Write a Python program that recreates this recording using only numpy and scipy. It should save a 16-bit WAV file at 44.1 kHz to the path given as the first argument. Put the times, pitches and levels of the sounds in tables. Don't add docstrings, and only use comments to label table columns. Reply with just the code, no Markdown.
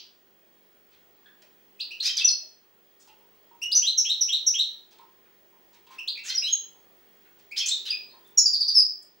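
import sys
import numpy as np
from scipy import signal
from scipy.fft import rfft, irfft, next_fast_len
from scipy.io import wavfile
from scipy.ndimage import uniform_filter1d

SR = 44100
rng = np.random.default_rng(int(sys.argv[2]) if len(sys.argv) > 2 else 0)


def wrap_up_sound(samples):
    columns = np.atleast_2d(samples).T
    tamed = np.clip(columns, -1, 1)
    steps = np.round(tamed * 32767).astype(np.int16)
    wavfile.write(sys.argv[1], SR, steps)


def makeup_ratio(level_db):
    decades = np.asarray(level_db, float) / 20
    return 10 ** decades


N = 405719
LEAD = SR // 2
SIDES = np.array([[.5], [-.5]])


def read(points, hz):
    f, value = np.transpose(points)
    return np.interp(np.log(hz + 1), np.log(f + 1), value)


def evened(x):
    return x / np.sqrt(np.mean(x ** 2) + 1e-20)


def add(mix, start_s, sound):
    part = mix[..., LEAD + round(start_s * SR):][..., :sound.shape[-1]]
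    part += sound[..., :part.shape[-1]]


def wobble(size, span):
    smooth = uniform_filter1d(rng.standard_normal(size), int(span))
    return evened(uniform_filter1d(smooth, int(span)))


PITCH_SHAPES = {"sweep": (0.62, 1.19, 1.03, 0.54), "rise": (.86, 1.15, 1.1, 0.4515),
                "lift": (.93, 1.168, 0.866, 0.41), "hook": (.72, 1.1, 0.8, 0.54),
                "climb": (.88, 1.139, 0.98, 0.46), "part": (1.05, .94, 1.1, 0.44),
                "level": (0.9, 0.8, 1, .5), "scoop": (1.19, 0.942, 0.74, 0.45),
                "snap": (0.54, 1.04, .65, 0.38), "sink": (1.035, .915, 1.05, .5),
                "reach": (.83, 1.132, .95, 0.43), "flat": (1.008, .985, .95, 0.54),
                "settle": (0.8, 1.01, 0.6, 0.46), "tilt": (.94, 1.04, .95, 0.62),
                "sag": (1.02, 0.953, 0.977, 0.54), "dip": (1.12, 1.005, 1.2, 0.58),
                "fall": (1.1, .91, .95, 0.44), "drop": (1.16, 0.78, 1.4, 0.42)}
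PITCH_SHAPES["arch"] = PITCH_SHAPES.pop("level")
ACCENT_DB, ACCENT_WIDTH = 8, .12


def glide(shape, length_s, middle_hz, level_db, peak_at=None, push_at=None):
    u = np.linspace(0, 1, round(length_s * SR))
    start, end, haste, usual_peak = PITCH_SHAPES[shape]
    parabola = np.polyfit([0, .5, 1], [start, 1, end], deg=2)
    hz = middle_hz * np.polyval(parabola, u ** haste)
    hz = hz * (1 + .005 * wobble(len(u), 30))
    warp = np.log(.5) / np.log(peak_at or usual_peak)
    swell = np.sin(np.pi * u ** warp) ** 1.24
    if push_at:
        swell = swell * makeup_ratio(ACCENT_DB * np.exp(-((u - push_at) / ACCENT_WIDTH) ** 2))
    phase = 2 * np.pi * (np.cumsum(hz) / SR + rng.random())
    return hz, phase, makeup_ratio(level_db) * swell


OVERTONES_DB = [-14, -16.5, -13]
# pitch_hz [Hz], gain_db [dB]
BEAK = [(1000, -46.5), (2000, -32.5), (3000, 4.5), (6000, -4), (8000, -17.5), (11000, -21), (15000, -28)]
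BREATH_DB = -27


def whistle(hz, phase, swell, rich_db=0, hoarse_db=0):
    breath = makeup_ratio(BREATH_DB + hoarse_db) * wobble(len(hz), 22)
    tone = (1 + breath) * np.sin(phase)
    for k, db in enumerate(OVERTONES_DB, start=2):
        level = makeup_ratio(db + rich_db + read(BEAK, k * hz)) * (k * hz < SR / 2)
        tone = tone + level * np.sin(k * (phase + 3 * breath))
    return swell * tone


# delay_s [s], shape [name], length_s [s], middle_hz [Hz], level_db [dB]
ANSWER_PAIR = [(.001, "hook", 0.0315, 3071, -25.5), (0.041, "reach", 0.042, 3935, -23.5)]
# start_s [s], delay_stretch [factor], effort_db [dB], push_at [share of length]
ANSWER_TIMES = [(3.817, 0.94, 0, 0.57), (4.043, 1.07, -1, 0.37), (4.278, .97, -0.5, 0.35),
                (4.534, 1.12, 0.3, 0.39)]


def answers():
    rows = []
    for start_s, stretch, effort_db, push_at in ANSWER_TIMES:
        for delay_s, shape, length_s, hz, db in ANSWER_PAIR:
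            push = push_at if shape == "reach" else None
            rows.append((start_s + stretch * delay_s, shape, length_s, hz, db + effort_db, None, push))
    return rows


# length_s [s], middle_hz [Hz], level_db [dB]
TRILL_NOTE = (0.0253, 4750, -18)
# delay_s [s], length_s [s], middle_hz [Hz], level_db [dB]
TRILL_FLICK = (.016, .011, 3950, -33)
TRILL_START_S, TRILL_GAP_S, TRILL_COUNT = 8.455, .0743, 4
TRILL_SPREAD = .015


def trill():
    length_s, hz, db = TRILL_NOTE
    rows = [(TRILL_START_S, "scoop", 0.0168, hz * 1.04, db + 4.5)]
    for k in range(1, TRILL_COUNT):
        start_s = TRILL_START_S + k * TRILL_GAP_S
        note_hz = hz * (1 + TRILL_SPREAD * rng.standard_normal())
        rows.append((start_s, "scoop", length_s, note_hz, db))
        rows.append((start_s + TRILL_FLICK[0], "drop", *TRILL_FLICK[1:]))
    return rows


# start_s [s], shape [name], length_s [s], middle_hz [Hz], level_db [dB]
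WHISTLES = [(-.2, "sweep", 0.042, 3040, -21.5), (-.13, "sag", 0.025, 6510, -40.5),
            (-.16, "rise", 0.0585, 3964, -32.5), (-.07, "climb", 0.029, 4640, -36.5),
            (-.11, "drop", 0.011, 5240, -29), (1.791, "rise", 0.024, 2810, -39.5),
            (1.797, "sweep", 0.023, 4290, -27.5), (1.905, "rise", 0.026, 2776, -34.5),
            (1.999, "hook", 0.016, 4080, -23), (2.087, "tilt", 0.017, 3114, -26),
            (2.204, "tilt", 0.021, 2624, -25.5), (2.242, "flat", 0.02, 5914, -13.5),
            (2.277, "part", 0.022, 5100, -19), (2.283, "dip", 0.014, 4330, -17.5),
            (3.615, "settle", 0.038, 2824, -25), (3.715, "snap", 0.027, 4730, -20.5),
            (5.983, "lift", 0.018, 2707, -31), (6.072, "sweep", 0.023, 4134, -23.5),
            (6.153, "lift", 0.014, 2510, -43), (6.173, "rise", 0.0084, 2375, -33.5),
            (6.182, "sag", 0.027, 2690, -40.5), (6.345, "flat", 0.021, 5727, -25),
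            (6.37, "tilt", 0.023, 5063, -19.5), (6.418, "hook", 0.016, 2670, -30.5),
            (6.431, "tilt", 0.025, 3924, -24), (6.452, "lift", 0.015, 4065, -33),
            (6.462, "lift", 0.039, 3150, -26.5), (6.476, "tilt", 0.09, 6610, -43),
            (6.52, "flat", 0.028, 6540, -21.5), (7.51, "rise", 0.023, 2436, -35.5),
            (7.572, "tilt", 0.014, 5060, -26), (7.596, "climb", 0.025, 3266, -24.5),
            (7.609, "fall", 0.039, 2550, -35.5), (7.659, "lift", 0.011, 6210, -26.5),
            (7.681, "lift", 0.02, 7420, -27.5), (7.684, "tilt", 0.015, 4120, -30),
            (7.699, "flat", 0.024, 4440, -34), (7.708, "lift", 0.025, 3730, -21),
            (7.894, "tilt", 0.027, 4830, -22.5), (7.91, "fall", 0.032, 2530, -32.5),
            (8.089, "settle", 0.045, 4200, -56.5), (8.093, "flat", 0.035, 3825, -57.5),
            (8.245, "flat", 0.02, 3550, -58), (8.675, "sag", 0.022, 5940, -37.5)]
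RICH_DB = {"settle": 5.5, "hook": -1, "sweep": 1.5, "snap": 7.5}
HOARSE_DB = {"hook": 10, "reach": 3, "sag": 6}


def sing_whistles(mix):
    for start_s, *note in WHISTLES + answers() + trill():
        shape = note[0]
        add(mix, start_s, whistle(*glide(*note), RICH_DB.get(shape, 0), HOARSE_DB.get(shape, 0)))


UPPER_DB, DUET_PEAK_AT = -3.5, 0.45
DIFFERENCE_DB, SUM_DB = 10, -9


def duet(length_s, low_shape, low_hz, high_shape, high_hz, level_db):
    hz_a, a, swell_a = glide(low_shape, length_s, low_hz, level_db, DUET_PEAK_AT)
    hz_b, b, swell_b = glide(high_shape, length_s, high_hz, level_db + UPPER_DB, DUET_PEAK_AT)
    both = np.sqrt(swell_a * swell_b)
    difference = np.sin(2 * a - b) + .5 * np.sin(2 * b - a)
    difference = makeup_ratio(DIFFERENCE_DB) * both ** 3 * difference
    total = makeup_ratio(SUM_DB + read(BEAK, hz_a + hz_b)) * both * np.sin(a + b)
    return whistle(hz_a, a, swell_a) + whistle(hz_b, b, swell_b) + difference + total


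# start_s [s], length_s [s], lower_shape [name], lower_hz [Hz],
# upper_shape [name], upper_hz [Hz], level_db [dB]
DUETS = [(3.747, 0.04, "flat", 5894, "tilt", 6240, -17.5), (3.974, 0.035, "sag", 5605, "sag", 6150, -18.5),
         (4.208, 0.026, "sink", 5650, "flat", 5974, -18.5), (4.463, 0.032, "sag", 5634, "sag", 6100, -18),
         (8.373, 0.032, "sink", 5490, "level", 6836, -13.5),
         (8.74, 0.083, "fall", 5034, "sag", 5207, -15.5)]
DUETS = [tuple("arch" if value == "level" else value for value in row) for row in DUETS]


def sing_duets(mix):
    for start_s, *voices in DUETS:
        add(mix, start_s, duet(*voices))


THROAT_WIDTH_HZ, THROAT_SKIRT_DB = 690, -12
WINDPIPE_HZ, WINDPIPE_WIDTH_HZ = 1830, 810
RASP_DB = -9


def buzz(rows, windpipe_db, half_db):
    time_s, *columns = np.transpose(rows)
    t = np.arange(time_s[0], time_s[-1], 1 / SR)
    db, hz, throat_hz = (np.interp(t, time_s, c) for c in columns)
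    unsteady = 1 + .015 * wobble(len(t), 25)
    phase = 2 * np.pi * np.cumsum(hz * unsteady) / SR
    k = np.arange(2, 40)[:, None] / 2
    gain = np.exp(-.5 * ((k * hz - throat_hz) / THROAT_WIDTH_HZ) ** 2) + makeup_ratio(THROAT_SKIRT_DB)
    gain = gain * makeup_ratio(0.87 * read(BEAK, k * hz)) * (k * hz < 16000)
    windpipe = np.exp(-.5 * ((k * hz - WINDPIPE_HZ) / WINDPIPE_WIDTH_HZ) ** 2)
    gain = gain + makeup_ratio(windpipe_db) * windpipe * (k > 1)
    gain = gain * np.where(k % 1, makeup_ratio(half_db), 1)
    spread = 0.52 * k ** 2
    tone = (gain * np.sin(k * phase + spread)).sum(0)
    rasp = 1 + makeup_ratio(RASP_DB) * wobble(len(t), 14)
    return makeup_ratio(db) * tone * rasp * signal.windows.tukey(len(t), .25)


# time_s [s], level_db [dB], pitch_hz [Hz], throat_hz [Hz]
BUZZES = [
    [(2.02, -43.5, 760, 6200), (2.045, -33, 1130, 4850), (2.066, -24, 1275, 4950),
     (2.088, -33.5, 1359, 5160)],
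    [(2.165, -30, 1217, 5870), (2.18, -33.5, 1147, 4570), (2.205, -40, 967, 2510)],
    [(6.232, -53, 635, 7450), (6.26, -39.5, 891, 7300), (6.283, -38, 978, 6430), (6.302, -33, 1037, 4450),
     (6.32, -42, 1133, 3000)],
    [(7.56, -45, 711, 3260), (7.578, -30, 1028, 4840), (7.6, -26.5, 1155, 5900)],
    [(7.657, -29.5, 823, 7200), (7.68, -30, 1001, 6860), (7.7, -34, 1134, 3960)],
    [(7.85, -41, 871, 2940), (7.868, -38.5, 1031, 3940), (7.897, -40.5, 764, 3330)],
]
WINDPIPE_DB = [-13, -15, -10.5, -18.5, -54, -25]
HALF_DB = [-11, -9.5, -6.5, -22.5, -22, -22]


def sing_buzzes(mix):
    for rows, windpipe_db, half_db in zip(BUZZES, WINDPIPE_DB, HALF_DB):
        add(mix, rows[0][0], buzz(rows, windpipe_db, half_db))


# time_s [s], pitch_hz [Hz], level_db [dB]
RATTLE = [(2.167, 5870, -34.5), (2.172, 5920, -25), (2.179, 4950, -19.5), (2.187, 3570, -22),
          (2.2, 3450, -27.5), (2.208, 3100, -31)]
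RATTLE_PER_S = 150


def rattle():
    time_s, pitch_hz, level_db = np.transpose(RATTLE)
    t = np.arange(time_s[0], time_s[-1], 1 / SR)
    gate = np.sin(np.pi * RATTLE_PER_S * (t - time_s[1]) + np.pi / 2) ** 2
    hz = np.interp(t, time_s, pitch_hz)
    phase = 2 * np.pi * np.cumsum(hz) / SR
    swell = makeup_ratio(np.interp(t, time_s, level_db)) * gate * signal.windows.tukey(len(t), .2)
    return whistle(hz, phase, swell)


def scuff(length_s, level_db, hz, width_hz):
    size = round(length_s * SR)
    grains = rng.standard_normal(size) * makeup_ratio(0.8 * wobble(size, 23)) * signal.windows.tukey(size, .4)
    f = np.fft.rfftfreq(size, 1 / SR)
    colour = 1 / (1 + ((f - hz) / (width_hz / 2)) ** 2)
    return makeup_ratio(level_db) * evened(irfft(rfft(grains) * colour, size))


# start_s [s], length_s [s], level_db [dB], centre_hz [Hz], width_hz [Hz]
SCUFFS = [(0.91, 0.053, -69, 3060, 2940), (1.254, 0.026, -59.5, 1650, 402), (1.257, 0.0089, -59, 3490, 700),
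          (1.418, 0.012, -58.5, 3170, 5740), (2.993, 0.047, -65.5, 6000, 4560),
          (3.072, 0.018, -62.5, 4030, 5050), (3.086, 0.014, -61.5, 2900, 400),
          (4.904, 0.039, -64.5, 3785, 3920), (4.984, 0.0068, -59.5, 3470, 4987),
          (5.251, 0.017, -66.5, 1720, 1980), (5.728, 0.033, -64.5, 3356, 4050),
          (5.865, 0.016, -60.5, 2800, 2980), (5.898, 0.067, -59.5, 2680, 4750),
          (7.252, 0.016, -63.5, 1770, 1488), (7.388, 0.019, -67, 3930, 4900),
          (8.273, 0.0094, -68.5, 9500, 6000), (9.024, 0.011, -64.5, 8640, 4840)]


def scuffs(mix):
    for start_s, *scrape in SCUFFS:
        add(mix, start_s, scuff(*scrape))


SPOT_DB_PER_OCTAVE, SPOT_MOST_DB = 88.5, 11.5


def knock(level_db, pan_db, spot_hz, modes):
    t = np.arange(6000) / SR
    ring = 0
    for hz, mode_db, t60 in modes:
        off_spot_db = min(SPOT_DB_PER_OCTAVE * abs(np.log2(hz / spot_hz)), SPOT_MOST_DB)
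        db = mode_db + 1.6 * rng.standard_normal() - off_spot_db - 60 * t / t60
        ring = ring + makeup_ratio(db) * np.sin(2 * np.pi * (hz * t + rng.random()))
    return makeup_ratio(level_db + SIDES * pan_db) * ring * np.minimum(t / 0.0016, 1)


# start_s [s], level_db [dB], left_over_right_db [dB], spot_hz [Hz near which the spot rings best]
KNOCKS = [(3.076, -53.5, -3, 865), (3.209, -59, -1, 935), (3.511, -50.5, -3, 945), (3.719, -57, -2, 873),
          (3.981, -59, 1, 957), (4.918, -58, 9, 902), (4.99, -42.5, -3, 985), (5.528, -55.5, -2.5, 973),
          (5.73, -59, -5, 936), (5.868, -51.5, 0, 977), (5.905, -42, -1, 1003), (6.746, -58, -4.5, 880),
          (8.136, -49, -2, 980), (8.657, -54.5, -2, 1000)]
# pitch_hz [Hz], level_db [dB], t60_s [s to fall 60 dB]
WOOD = [(863, -2.5, 0.1), (946, -2.5, 0.12), (1046, -1, 0.1), (1294, -3, 0.099), (2192, -9.5, 0.064)]


def knocks(mix):
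    for start_s, *blow in KNOCKS:
        add(mix, start_s, knock(*blow, WOOD))


# pitch_hz [Hz], level_db [dB], t60_s [s to fall 60 dB]
CLOCK = [(630, 3.87, 0.081), (840, 6, 0.034), (1867, 3, 0.039)]
CLOCK_START_S, CLOCK_DB = .43, -63


def clock(mix):
    for second in range(9):
        add(mix, CLOCK_START_S + second, knock(CLOCK_DB, -2.5, CLOCK[0][0], CLOCK))


# delay_ms [ms], level_db [dB]
ECHOES = [(1.2, -15), (2.0, -19), (2.9, -20), (4.6, -21), (7.5, -13), (13.2, -20), (25.6, -9.5),
          (45.5, -14.5)]
# pitch_hz [Hz], gain_db [dB]
BEAM = [(2500, -3), (4500, 0), (6800, 4.5), (12000, 4)]


def early(x):
    taps = np.zeros(SR // 10)
    for ms, db in ECHOES:
        taps[round(ms * SR / 1000)] = makeup_ratio(db)
    length = x.shape[1]
    size = next_fast_len(length)
    beam = makeup_ratio(read(BEAM, np.fft.rfftfreq(size, 1 / SR)))
    direct = irfft(rfft(x, size) * beam, size)[:, :length]
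    return direct + signal.oaconvolve(x, taps[None], axes=1)[:, :length]


# pitch_hz [Hz], t60_s [s to fall 60 dB]
ROOM = [(800, 0.57), (2500, 0.39), (4000, 0.39), (6000, 0.36), (7000, 0.31), (10400, 0.2)]
ROOM_SAME = 0.62


def room(x):
    taps = np.zeros((2, SR // 2))
    at = np.arange(130, SR // 2 - 20, 20) + rng.integers(0, 20, (2, (SR // 2 - 131) // 20))
    np.put_along_axis(taps, at, rng.choice([-1., 1.], at.shape), 1)
    hz, t, z = signal.stft(taps, SR, nperseg=256)
    decay = makeup_ratio(-60 * t / read(ROOM, hz)[:, None])
    both, apart = signal.istft(z * decay, SR, nperseg=256)[1]
    tail = np.sqrt((1 + ROOM_SAME) / 2) * both + np.sqrt((1 - ROOM_SAME) / 2) * np.outer([1, -1], apart)
    return signal.fftconvolve(x, tail / np.linalg.norm(tail[0]), axes=1)[:, :x.shape[1]]


# pitch_hz [Hz], level_db [relative dB per Hz]
AIR = [(18, -34), (40, -14.5), (101, -22.5), (128, -21.5), (156, -12.5), (278, -6.5), (308, -11), (389, -3),
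       (574, -7.5), (825, -8), (1070, -11), (3090, -15.5), (3340, -19), (4110, -18), (14600, -30.5)]
# pitch_hz [Hz], likeness [0 to 1]
AIR_SAME = [(60, 0.26), (240, 0.99), (950, 0.092), (3770, 0.43), (15000, 0.12)]
AIR_DB = -64


def air():
    frames, hz = N // 512 + 5, np.fft.rfftfreq(2048, 1 / SR)
    a, b, c, d, patches = rng.standard_normal((frames, 1025, 5)).T
    patches = uniform_filter1d(patches, 10, axis=0)
    patches = evened(uniform_filter1d(patches, 8, axis=1))
    same = read(AIR_SAME, hz)[:, None]
    left = a + 1j * b
    right = same * left + np.sqrt(1 - same ** 2) * (c + 1j * d)
    top = 1 + (hz[:, None] / 14800) ** 30
    z = np.array([left, right]) * makeup_ratio(read(AIR, hz)[:, None] + 1.5 * patches) / top
    return makeup_ratio(AIR_DB) * evened(signal.istft(z, nperseg=2048, noverlap=1536)[1][:, :N])


# pitch_hz [Hz], level_db [dB rms before wavering and drift]
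HUM = [(101, -84.5), (198, -80), (344.6, -75.5), (398, -76), (1880, -80.5), (3286, -78)]
HUM_LAG, HUM_PAN_DB = 0.8, -2.5


def hum():
    t = np.arange(N) / SR
    total = 0
    for hz, db in HUM:
        level = np.sqrt(2) * makeup_ratio(db + SIDES * HUM_PAN_DB + 1.5 * wobble(N, 3000))
        total = total + level * np.sin(2 * np.pi * hz * t + SIDES * HUM_LAG + 1.2 * wobble(N, 2900))
    return total


# pitch_hz [Hz], level_db [relative dB]
WHINE = [(15524.6, -84), (15574.6, -74), (15624.6, -62)]
WHINE_DB, WHINE_LAG, WHINE_PAN_DB = -60.5, 1.35, -4.5


def whine():
    t = np.arange(N) / SR
    tone = sum(makeup_ratio(db) * np.sin(2 * np.pi * (hz * t + rng.random()) - SIDES * WHINE_LAG) for hz, db in WHINE)
    return makeup_ratio(WHINE_DB + SIDES * WHINE_PAN_DB) * evened(tone)


# time_s [s], level_db [dB]
BACKGROUND = [(0, -3.5), (1.1, -1.5), (2.301, -0.5), (2.601, -3.5), (3.199, -1), (5.5, -1.3), (8.42, 1.34),
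              (8.6, -1), (9.2, -3.5)]
BIRD_ROOM_DB = 1.5


def scene():
    bird, struck = np.zeros(N + LEAD), np.zeros((2, N + LEAD))
    sing_whistles(bird)
    add(bird, RATTLE[0][0], rattle())
    sing_duets(bird)
    sing_buzzes(bird)
    scuffs(bird)
    knocks(struck)
    clock(struck)
    no_bass = signal.butter(4, 1100, "high", fs=SR, output="sos")
    bird = signal.sosfilt(no_bass, bird) * makeup_ratio(np.array([[-.2], [.2]]))
    heard = early(bird + struck) + room(makeup_ratio(BIRD_ROOM_DB) * bird + struck)
    drift = makeup_ratio(np.interp(np.arange(N) / SR, *np.transpose(BACKGROUND)))
    return heard[:, LEAD:] + drift * (air() + hum() + whine())


def roll_off(x):
    return signal.sosfilt(signal.butter(12, 16290, fs=SR, output="sos"), x)


def record(dry):
    edge = signal.firwin(511, 15850, window=("kaiser", 9), fs=SR)
    mix = signal.oaconvolve(dry, edge[None], "same", axes=1)
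    return roll_off(mix)


dry = scene()
out = record(dry)
wrap_up_sound(out)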